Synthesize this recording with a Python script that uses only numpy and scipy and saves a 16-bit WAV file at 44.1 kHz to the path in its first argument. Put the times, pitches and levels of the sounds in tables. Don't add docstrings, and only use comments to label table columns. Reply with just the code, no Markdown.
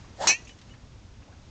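import sys
import numpy as np
from scipy import signal
from scipy.fft import rfft, irfft
from scipy.io import wavfile

SR = 44100
rng = np.random.default_rng(int(sys.argv[2]) if len(sys.argv) > 2 else 0)


def log_audio(samples):
    frames = np.atleast_2d(samples).T
    limited = np.clip(frames, -1, 1)
    pcm = np.round(limited * 32767).astype(np.int16)
    wavfile.write(sys.argv[1], SR, pcm)


N = 66150
T = np.arange(N) / SR
HZ = np.fft.rfftfreq(N, 1 / SR)
STRIKE_S = .2717

# frequency in Hz, relative level in dB, t60 in seconds,
# swell time in seconds as the head turns its face.
HEAD_MODES = [(1714, -21, .21, .009), (2205, -6, .145, .034), (2474, 3, .121, .027),
              (2873, -13, .125, .022), (3706, -19, .076, .001), (4040, -4, .1, .007),
              (4205, -3, .065, .009), (5296, -8, .12, .033), (5550, -1, .085, .003), (5815, -4, .115, .009),
              (6038, 6, .067, .012), (6413, -9, .065, .006), (6629, 0, .062, .002), (7229, -9, .085, .003)]


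def strike():
    # time in seconds, Doppler rise in percent, gain of the ring in dB.
    follow_through = [(.272, 0, -3), (.277, 0, 3), (.283, .2, -5), (.292, .5, 0), (.313, 3, 5),
                      (.318, 3.6, -3), (.335, 6.3, 1), (.355, 10.1, 1), (.375, 13.2, -3), (.405, 15.3, 2),
                      (.45, 16.5, 2)]
    rise_percent, ring_db = curves(follow_through)
    ground_db, ground_lag_s, ground_doppler_share = -12, .0013, .62
    direct = ring(STRIKE_S, rise_percent)
    bounce = amp(ground_db) * ring(STRIKE_S + ground_lag_s, rise_percent * ground_doppler_share)
    # frequency in Hz, relative density in dB.
    crack_spectrum = [(100, -32), (400, -13.5), (1000, 3.5), (1500, -8.5), (2400, 5.5), (3300, -10),
                      (4200, 4), (6000, -5), (7300, 7), (8800, -31)]
    crack = amp(-6) * blow(STRIKE_S, rise=.0001, t60=.11) * noise(colour(crack_spectrum))
    snap = amp(-6.5) * blow(STRIKE_S, rise=.0001, t60=.0079) * band(1310, octaves=.65)
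    return amp(ring_db + 1) * (direct + bounce) + crack + snap


def ring(start, rise_percent):
    doppler_clock = np.cumsum((T > start) * (1 + rise_percent / 100)) / SR
    age = np.maximum(T - start, 0)
    modes = np.zeros(N)
    for hz, db, t60, swell in HEAD_MODES:
        envelope = amp(db - 60 * age / t60) * (1 - np.exp(-(age / swell) ** 2))
        tone = flutter(hz) * np.exp(2j * np.pi * hz * doppler_clock)
        modes += envelope * tone.imag
    return modes


def flutter(hz, rate_hz=170):
    times = np.arange(0, N / SR, 1 / rate_hz)
    depth = .55 * hz / HEAD_MODES[-1][0]
    real, imag = rng.standard_normal((2, len(times)))
    return (1 + depth * np.interp(T, times, real + 1j * imag)) / np.sqrt(1 + depth ** 2)


def swish():
    # time in seconds, whistle pitch in Hz, whistle and hiss levels in dB.
    downswing = [(.16, 567.6, -81, -62), (.192, 648.2, -43.5, -52.5), (.216, 677.5, -30, -37),
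                 (.232, 726.6, -32.5, -33.5), (.246, 808, -25.5, -36), (.254, 877, -44.5, -34.5),
                 (.27, 881, -35.5, -34.5), (.298, 865.5, -25, -29), (.32, 698, -60, -36),
                 (.355, 559, -67.5, -66)]
    # frequency in Hz, relative density in dB.
    hiss_spectrum = [(60, -8), (200, 0.5), (450, -1), (1100, -1.5), (1400, -2.5), (1850, 3), (2300, -10),
                     (3200, -6), (4300, -3.5), (6200, -8), (7500, -4), (8800, -17)]
    hz, whistle_db, hiss_db = curves(downswing)
    cycles = np.cumsum(hz) / SR
    relative_width, steadiness = .5, .45
    slow = 1 / (1 + (2 * HZ / (relative_width * hz.mean())) ** 6)
    sway = np.interp(cycles / hz.mean(), T, noise(slow) + 1j * noise(slow))
    sway /= (abs(sway) + 1e-9) ** steadiness
    whistle = unit((sway * np.exp(2j * np.pi * cycles)).real)
    moving = (T > downswing[0][0]) & (T < downswing[-1][0])
    return moving * (amp(whistle_db) * whistle + amp(hiss_db) * noise(colour(hiss_spectrum)))


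def scatter(x, level_db, t60):
    tail = rng.standard_normal(N) * blow(0, rise=.009, t60=t60)
    return amp(level_db) * signal.fftconvolve(x, tail / np.linalg.norm(tail))[:N]


def echo(delay_s=.176, top_hz=3590):
    start = STRIKE_S + delay_s
    reflection = amp(-30) * ring(start, rise_percent=7) * blow(start, rise=.004, t60=.057)
    return signal.sosfilt(signal.butter(2, top_hz, fs=SR, output="sos"), reflection)


def scuffs():
    # start in seconds, level in dB, centre in Hz, width in octaves, t60 in seconds.
    puffs = [(0.045, -50.5, 1260, 0.55, 0.04), (.471, -45.5, 2730, 0.22, 0.075),
             (0.474, -53, 6200, 0.28, 0.25), (.492, -45.5, 2500, 0.51, 0.073),
             (0.586, -50, 3200, 0.85, 0.066), (0.614, -51, 2830, 0.93, 0.067),
             (0.694, -51.5, 2270, 0.44, 0.032), (0.737, -50, 1490, 0.77, 0.081),
             (1.221, -53, 1620, 0.48, 0.047), (1.23, -56, 2680, .12, 0.028), (1.276, -58, 685, 0.5, 0.6),
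             (1.323, -55, 1510, 0.085, .08)]
    return sum(amp(db) * blow(start, rise=.00067, t60=t60) * band(hz, octaves)
               for start, db, hz, octaves, t60 in puffs)


def peeps():
    # start in seconds, length in seconds, level in dB, pitch in Hz.
    calls = [(0.49, 0.042, -51, 2967), (0.7, 0.035, -53, 2940)]
    return sum(amp(db) * np.sin(np.pi * np.clip((T - start) / length, 0, 1)) * np.sin(2 * np.pi * hz * T)
               for start, length, db, hz in calls)


def wind(crossover_hz=300):
    # frequency in Hz, relative density in dB.
    air_spectrum = [(25, 3.5), (50, 3.5), (75, 5), (110, 0.5), (160, -6.5), (250, -10), (400, -19),
                    (630, -21), (900, -23.5), (1800, -28), (7000, -32), (8700, -42.5), (10000, -88)]
    # time in seconds, rumble level in dB, hiss level in dB.
    gusts = [(0, -43, -54), (.17, -45, -54.5), (.3, -47, -52), (.6, -50, -57), (.665, -46, -55.5),
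             (.71, -43, -55), (.76, -45.5, -57), (1.1, -47, -57.5), (1.2, -45, -57.5), (1.32, -47, -57),
             (1.5, -46, -56.5)]
    rumble_db, hiss_db = curves(gusts)
    low_share = 1 / (1 + (HZ / crossover_hz) ** 4)
    rumble = noise(colour(air_spectrum) * np.sqrt(low_share))
    hiss = noise(colour(air_spectrum) * np.sqrt(1 - low_share))
    return amp(rumble_db) * rumble + amp(hiss_db) * hiss


def amp(db):
    return 10 ** (np.asarray(db) / 20)


def unit(x):
    return x / np.sqrt(np.mean(x ** 2) + 1e-20)


def curves(table):
    times, *columns = np.transpose(table)
    return [np.interp(T, times, column) for column in columns]


def noise(gain):
    return unit(irfft(rfft(rng.standard_normal(N)) * gain, N))


def band(hz, octaves):
    return noise(np.exp(-.5 * (np.log2((HZ + 1) / hz) / octaves) ** 2))


def colour(points):
    hz, db = np.transpose(points)
    return amp(np.interp(np.log(HZ + 1), np.log(hz), db))


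def blow(start, rise, t60):
    age = np.maximum(T - start, 0)
    return (1 - np.exp(-age / rise)) * amp(-60 * age / t60)


def scene():
    club = swish() + strike()
    turf = scatter(club, level_db=-13.5, t60=.06)
    field = scatter(club, level_db=-38.5, t60=.49)
    return (club + turf + field + echo() + scuffs() + peeps() + wind())[None]


def record(dry):
    ceiling_db, hardness = -14.5, 2.9
    low_cut_hz, top_hz, edge_hz = 62, 7500, 8900
    oversampled = signal.resample_poly(dry, 2, 1, axis=1)
    clipped = oversampled / (1 + abs(oversampled / amp(ceiling_db)) ** hardness) ** (1 / hardness)
    out = signal.resample_poly(clipped, 1, 2, axis=1)
    out = signal.sosfilt(signal.butter(1, low_cut_hz, "high", fs=SR, output="sos"), out)
    out = signal.sosfilt(signal.butter(6, top_hz, fs=SR, output="sos"), out)
    steep_lowpass = signal.firwin(151, edge_hz, window=("kaiser", 5), fs=SR)
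    return signal.oaconvolve(out, steep_lowpass[None], "same")


dry = scene()
out = record(dry)
log_audio(out)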